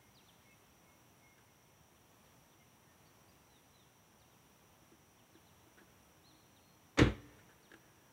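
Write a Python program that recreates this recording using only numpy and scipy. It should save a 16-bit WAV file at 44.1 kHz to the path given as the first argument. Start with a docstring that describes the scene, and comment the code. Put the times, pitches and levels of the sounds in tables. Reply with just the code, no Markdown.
"""A quiet country yard: far birds chirp over soft air and a steady band of insects.
A scuff at a pickup, then faint knocks from its cab; a low hum swells. Near 7 s the door is slammed:
the latch touches and strikes, the door bottoms on its seal and rebounds.
Panels boom, steel clatters, trees echo. Two scuffs and a quick run of small clicks follow."""
import sys
import numpy as np
from scipy import signal
from scipy.fft import rfft, irfft
from scipy.io import wavfile
from scipy.ndimage import uniform_filter1d

SR = 44100
rng = np.random.default_rng(int(sys.argv[2]) if len(sys.argv) > 2 else 0)


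def to_wav(sig):
    """Store sig (one row per channel, or 1-D mono) as 16-bit WAV at the path in sys.argv[1].

    Samples outside -1..1 are clipped; the rate is SR.
    """
    pcm = np.clip(np.atleast_2d(sig), -1, 1) * 32767
    pcm = np.round(pcm).astype(np.int16)
    wavfile.write(sys.argv[1], SR, pcm.T)  # frames by channels


N = 358091

# air wash: freq_hz, density_db
AIR_SPECTRUM = [(20, -11), (40, -8), (62, -1), (120, 2.5), (250, -3), (550, -7.5), (950, -6.5), (1500, -13),
                (3200, -15.5), (4700, -24), (7000, -22), (11000, -22.5), (15500, -21)]
# insect choruses: centre_hz, sigma_hz, level_db, throb_hz, throb_db
INSECT_BANDS = [(5806, 310, -79, 1.1, 0), (5790, 45, -84, 1.3, 0.5), (9280, 200, -93.5, 3.7, 7.5)]
# near-level whistles: start_s, length_s, pitch_hz, level_db
BIRD_WHISTLES = [(0, 0.1, 2140, -76.5), (.43, 0.13, 2178, -70.5), (0.487, 0.062, 2620, -73),
                 (.85, 0.09, 2183, -72), (1.2, 0.15, 2168, -69), (2.574, .06, 2930, -74),
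                 (2.595, 0.04, 2125, -72), (2.87, .08, 1820, -75), (6.599, .2, 4240, -79.5)]
# fast falling sweeps: start_s, start_hz, level_db
BIRD_CHIPS = [(.145, 5250, -66.5), (.266, 4410, -69), (1.65, 3900, -76), (1.952, 4180, -76),
              (2.243, 4740, -78), (2.5, 4700, -78), (4.195, 4900, -72.5), (4.318, 3900, -72),
              (5.182, 3760, -69.5), (5.334, 4550, -74.5), (5.468, 4400, -71), (6.553, 4400, -72),
              (7.627, 4800, -70)]
# arched chirps: start_s, length_s, top_hz, level_db
BIRD_CHIRPS = [(3.045, .055, 4640, -74.5), (3.273, 0.049, 4880, -76), (6.226, .105, 4260, -69),
               (6.335, .12, 4370, -77)]
# drooping slurs: start_s, level_db
BIRD_SLURS = [(3.489, -73.5), (3.728, -73.5)]
# tree echo: freq_hz, t60_s
ECHO_DECAY = [(60, 1.4), (300, 1.48), (1500, 2.2), (4000, 1.54), (9000, 1.3)]
# contact noise: freq_hz, density_db
TICK_SPECTRUM = [(200, -22), (450, 3.5), (900, -14.5), (1650, 7), (2200, -10.5), (3000, -7.5), (5000, -22),
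                 (8000, -24.5), (15000, -34)]
# scuffs at the truck: start_s, level_db, length_s
TRUCK_SCUFFS = [(1.379, -57.5, .08), (5.774, -54.5, 0.13), (7.385, -56, 0.076), (7.489, -58.5, 0.15)]
# cab knocks: start_s, level_db
CAB_KNOCKS = [(4.817, -67), (4.919, -59), (5.35, -57.5), (5.667, -61), (5.775, -64), (5.813, -59)]
# cab trim: freq_hz, level_db, t60_s
TRIM_MODES = [(222, -10.5, 0.2), (327, 4, 0.095), (383, 8, 0.015)]
# door blows: start_s, boom_db, contact_s, clatter_db, crack_db
DOOR_BLOWS = [(6.9701, -57, 0.00032, -36.5, -73), (6.9842, -27.5, 0.00069, -27, -26),
              (7.0083, -19, 0.0012, -36.5, -42), (7.06, -30, 0.0012, -43.5, -66)]
# door panels and cab air: freq_hz, level_db, t60_s
PANEL_MODES = [(60.4, -3, 0.24), (100.8, -5.5, 0.26), (124.1, -4.5, 0.29), (162, -4, 0.094),
               (212, -8.5, 0.27), (289, 5.5, 0.089), (327, 4.5, 0.076), (366.8, -7.5, 0.21),
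               (428.4, 3, 0.084), (477, -3, 0.16), (500, -7, 0.16), (562.5, -14, .23)]
# door frame and striker: freq_hz, level_db, t60_s
FRAME_MODES = [(725, -5, .25), (902, -4, .16), (1185, -3, .3), (1280, -4, .4), (1557, -2, .27),
               (1805, 0, .24), (1916, -4, .23), (2125, -1, .3), (2234, -4, .28), (2378, -4, .25),
               (2907, -3, .25), (3175, -7, .28), (3429, -7, .27), (3817, -5, .2), (4775, -6, .13),
               (6309, -12, .16)]
# dense small door modes: freq_hz, density_db
CLATTER_SPECTRUM = [(100, -10), (450, 5), (640, -4.5), (1000, -1.5), (1700, 0.5), (2600, -6.5), (3800, -9),
                    (4900, -23), (6500, -19.5), (8500, -27.5), (15000, -47)]
# their decay: freq_hz, t60_s
CLATTER_DECAY = [(500, 0.32), (1500, 0.24), (3500, .28), (6000, 0.21), (12000, 0.23)]
# latch snapping home: freq_hz, density_db
LATCH_SPECTRUM = [(200, -14), (600, 5), (950, 4), (1500, 1.5), (3000, -9.5), (4600, -1.5), (5300, -12),
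                  (6700, -4.5), (8000, -19.5), (15000, -40)]
# clicks after the slam: start_s, level_db
LATE_CLICKS = [(7.703, -62), (7.716, -52), (7.738, -50)]


def amp(db):
    """Decibels to gain."""
    return 10 ** (np.asarray(db) / 20)


def unit_rms(x):
    """Scale to rms 1."""
    return x / np.sqrt(np.mean(x ** 2) + 1e-20)


def lookup(points, hz):
    """Interpolate a table over log frequency."""
    table_hz, value = np.transpose(points)
    return np.interp(np.log(hz + 1), np.log(table_hz + 1), value)


def add(mix, start_s, sound):
    """Mix a sound in at start_s."""
    part = mix[max(round(start_s * SR), 0):][:len(sound)]
    part += sound[:len(part)]


def noise(spectrum, size):
    """Coloured noise, rms 1."""
    hz = np.fft.rfftfreq(size, 1 / SR)
    phasors = np.exp(2j * np.pi * rng.random(len(hz)))
    return unit_rms(irfft(phasors * amp(lookup(spectrum, hz)), size))


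def band(centre_hz, sigma_hz):
    """Gaussian band of noise, rms 1."""
    hz = np.fft.rfftfreq(N, 1 / SR)
    bell = np.exp(-.5 * ((hz - centre_hz) / sigma_hz) ** 2)
    return unit_rms(irfft(rfft(rng.standard_normal(N)) * bell, N))


def decay(t60_s):
    """Exponential decay, 1 s long."""
    return np.exp(-np.log(1000) * np.arange(SR) / SR / t60_s)


def decay_bands(x, t60_table):
    """Decay each band at its own rate."""
    hz, t, bins = signal.stft(x, SR, nperseg=256)
    envelopes = 1000 ** (-t / lookup(t60_table, hz)[:, None])
    return signal.istft(bins * envelopes, SR)[1][:len(x)]


def air(level_db=-66, sway_db=0.4):
    """Soft wash of air, gently swaying."""
    return amp(level_db - sway_db * band(0, 1.2)) * noise(AIR_SPECTRUM, N)


def insects():
    """Far choruses in narrow bands, steady or throbbing."""
    out, t = np.zeros(N), np.arange(N) / SR
    for centre_hz, sigma_hz, level_db, throb_hz, throb_db in INSECT_BANDS:
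        throb = np.sin(2 * np.pi * throb_hz * t + band(0, 0.82))
        out += amp(level_db + throb_db * throb) * band(centre_hz, sigma_hz)
    return out


def ramp(length_s):
    """0 to 1 over a note."""
    return np.linspace(0, 1, int(length_s * SR))


def bird_note(path_hz, waver=.04):
    """Thin whistle swelling and fading along a pitch path; wide glides are rougher."""
    jitter = unit_rms(uniform_filter1d(rng.standard_normal(SR), size=120))[:len(path_hz)]
    pitch_hz = path_hz + waver * np.ptp(path_hz) * jitter
    envelope = np.sqrt(abs(np.sin(np.linspace(0, np.pi, len(path_hz)))))
    return envelope * np.sin(2 * np.pi * np.cumsum(pitch_hz) / SR)


def birds(sag_hz=30, chip_end_hz=2500, fall_hz_per_s=39000, arch_hz=1195,
          slur_s=.125, slur_hz=4060, droop_hz=963, flutter_db=2.5):
    """Whistles, chips, chirps and slurs, fluttering through the leaves."""
    out = np.zeros(N)
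    for start_s, length_s, pitch_hz, level_db in BIRD_WHISTLES:
        add(out, start_s, amp(level_db) * bird_note(pitch_hz - sag_hz * ramp(length_s) ** 2))
    for start_s, start_hz, level_db in BIRD_CHIPS:
        path_hz = np.arange(start_hz, chip_end_hz, -fall_hz_per_s / SR)
        add(out, start_s, amp(level_db) * bird_note(path_hz))
    for start_s, length_s, top_hz, level_db in BIRD_CHIRPS:
        path_hz = top_hz - arch_hz * (2 * ramp(length_s) - 1) ** 2
        add(out, start_s, amp(level_db) * bird_note(path_hz))
    for start_s, level_db in BIRD_SLURS:
        add(out, start_s, amp(level_db) * bird_note(slur_hz - droop_hz * ramp(slur_s) ** 2))
    return out * amp(flutter_db * band(0, 50))


def tree_echo(x, wet_db, build_s, taps_per_s=2000):
    """Direct sound plus a thin tail scattered by trunks and leaves."""
    taps = rng.standard_normal(SR) * (rng.random(SR) < taps_per_s / SR)
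    tail = decay_bands(taps, ECHO_DECAY) * (1 - decay(build_s))
    return x + amp(wet_db) * signal.fftconvolve(x, tail / np.linalg.norm(tail))[:N]


def tick(t60_s, build_s):
    """Dry burst of contact noise."""
    return noise(TICK_SPECTRUM, SR) * decay(t60_s) * (1 - decay(build_s))


def scuffs(build_ratio=0.42):
    """Contact noise with a slow onset."""
    out = np.zeros(N)
    for start_s, level_db, length_s in TRUCK_SCUFFS:
        add(out, start_s, amp(level_db) * tick(length_s, build_ratio * length_s))
    return out


def ring(modes, scatter_cycles=0):
    """Struck modes, 1 s long; neighbours swing opposite ways unless scattered in phase."""
    out, t = np.zeros(SR), np.arange(SR) / SR
    for k, (freq_hz, level_db, t60_s) in enumerate(modes):
        cycles = freq_hz * t + scatter_cycles * rng.random()
        out += (-1) ** k * amp(level_db) * decay(t60_s) * np.sin(2 * np.pi * cycles)
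    return out


def knocks(tick_db=-10.5):
    """Dull thuds of cab trim, each topped by a tick."""
    out, thud = np.zeros(N), ring(TRIM_MODES)
    for start_s, level_db in CAB_KNOCKS:
        add(out, start_s, amp(level_db) * (thud + amp(tick_db) * tick(t60_s=0.092, build_s=.007)))
    return out


def hum(pitch_hz=312, level_db=-76.5, start_s=5.8, end_s=7.2, fade_s=.4):
    """Faint low hum swelling before the slam."""
    t = np.arange(N) / SR
    swell = np.clip(np.minimum(t - start_s, end_s - t) / fade_s, 0, 1)
    return amp(level_db) * swell * band(pitch_hz, sigma_hz=4.4)


def door_slam(frame_db=-15, spread_s=0.011, align_s=.0036, crack_t60_s=.048, snap_s=.002):
    """Each blow sounds a low panel boom together with a steel clatter and latch crack."""
    out, panels = np.zeros(N), ring(PANEL_MODES)
    t = np.arange(SR) / SR
    for start_s, boom_db, contact_s, clatter_db, crack_db in DOOR_BLOWS:
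        push = t * np.exp(-np.pi * t / contact_s)  # longer contact, duller boom
        boom = signal.fftconvolve(panels, push / push.sum())[:SR]
        add(out, start_s, amp(boom_db) * boom)
        clatter = decay_bands(noise(CLATTER_SPECTRUM, SR), CLATTER_DECAY)
        frame = amp(frame_db) * ring(FRAME_MODES, scatter_cycles=1)
        steel = (clatter + frame) * (1 - decay(spread_s))  # the shock takes time to spread
        crack = noise(LATCH_SPECTRUM, SR) * decay(crack_t60_s) * (1 - decay(snap_s))
        add(out, start_s + align_s, amp(clatter_db) * steel + amp(crack_db) * crack)
    return out


def clicks(thud_db=-6.5):
    """Sharp ticks, each over a light thud of trim."""
    out, thud = np.zeros(N), amp(thud_db) * ring(TRIM_MODES)
    for start_s, level_db in LATE_CLICKS:
        add(out, start_s, amp(level_db) * (thud + tick(t60_s=0.052, build_s=0.0022)))
    return out


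def scene():
    """Birds deep in the trees, truck across the lawn; mono."""
    song = tree_echo(birds(), wet_db=-4.5, build_s=0.0096)
    contacts = tree_echo(scuffs() + knocks() + clicks(), wet_db=-10.5, build_s=0.044)
    slam = tree_echo(door_slam(), wet_db=-29.5, build_s=0.19)
    return (air() + insects() + song + contacts + hum() + slam)[None]


def record(dry, low_hz=50, high_hz=15800):
    """Microphone bass roll-off, then the band limit."""
    highpass = signal.butter(4, low_hz, "highpass", fs=SR, output="sos")
    lowpass = signal.firwin(511, high_hz, window=("kaiser", 9), fs=SR)
    return signal.oaconvolve(signal.sosfilt(highpass, dry), lowpass[None], "same")


dry = scene()
out = record(dry)
to_wav(out)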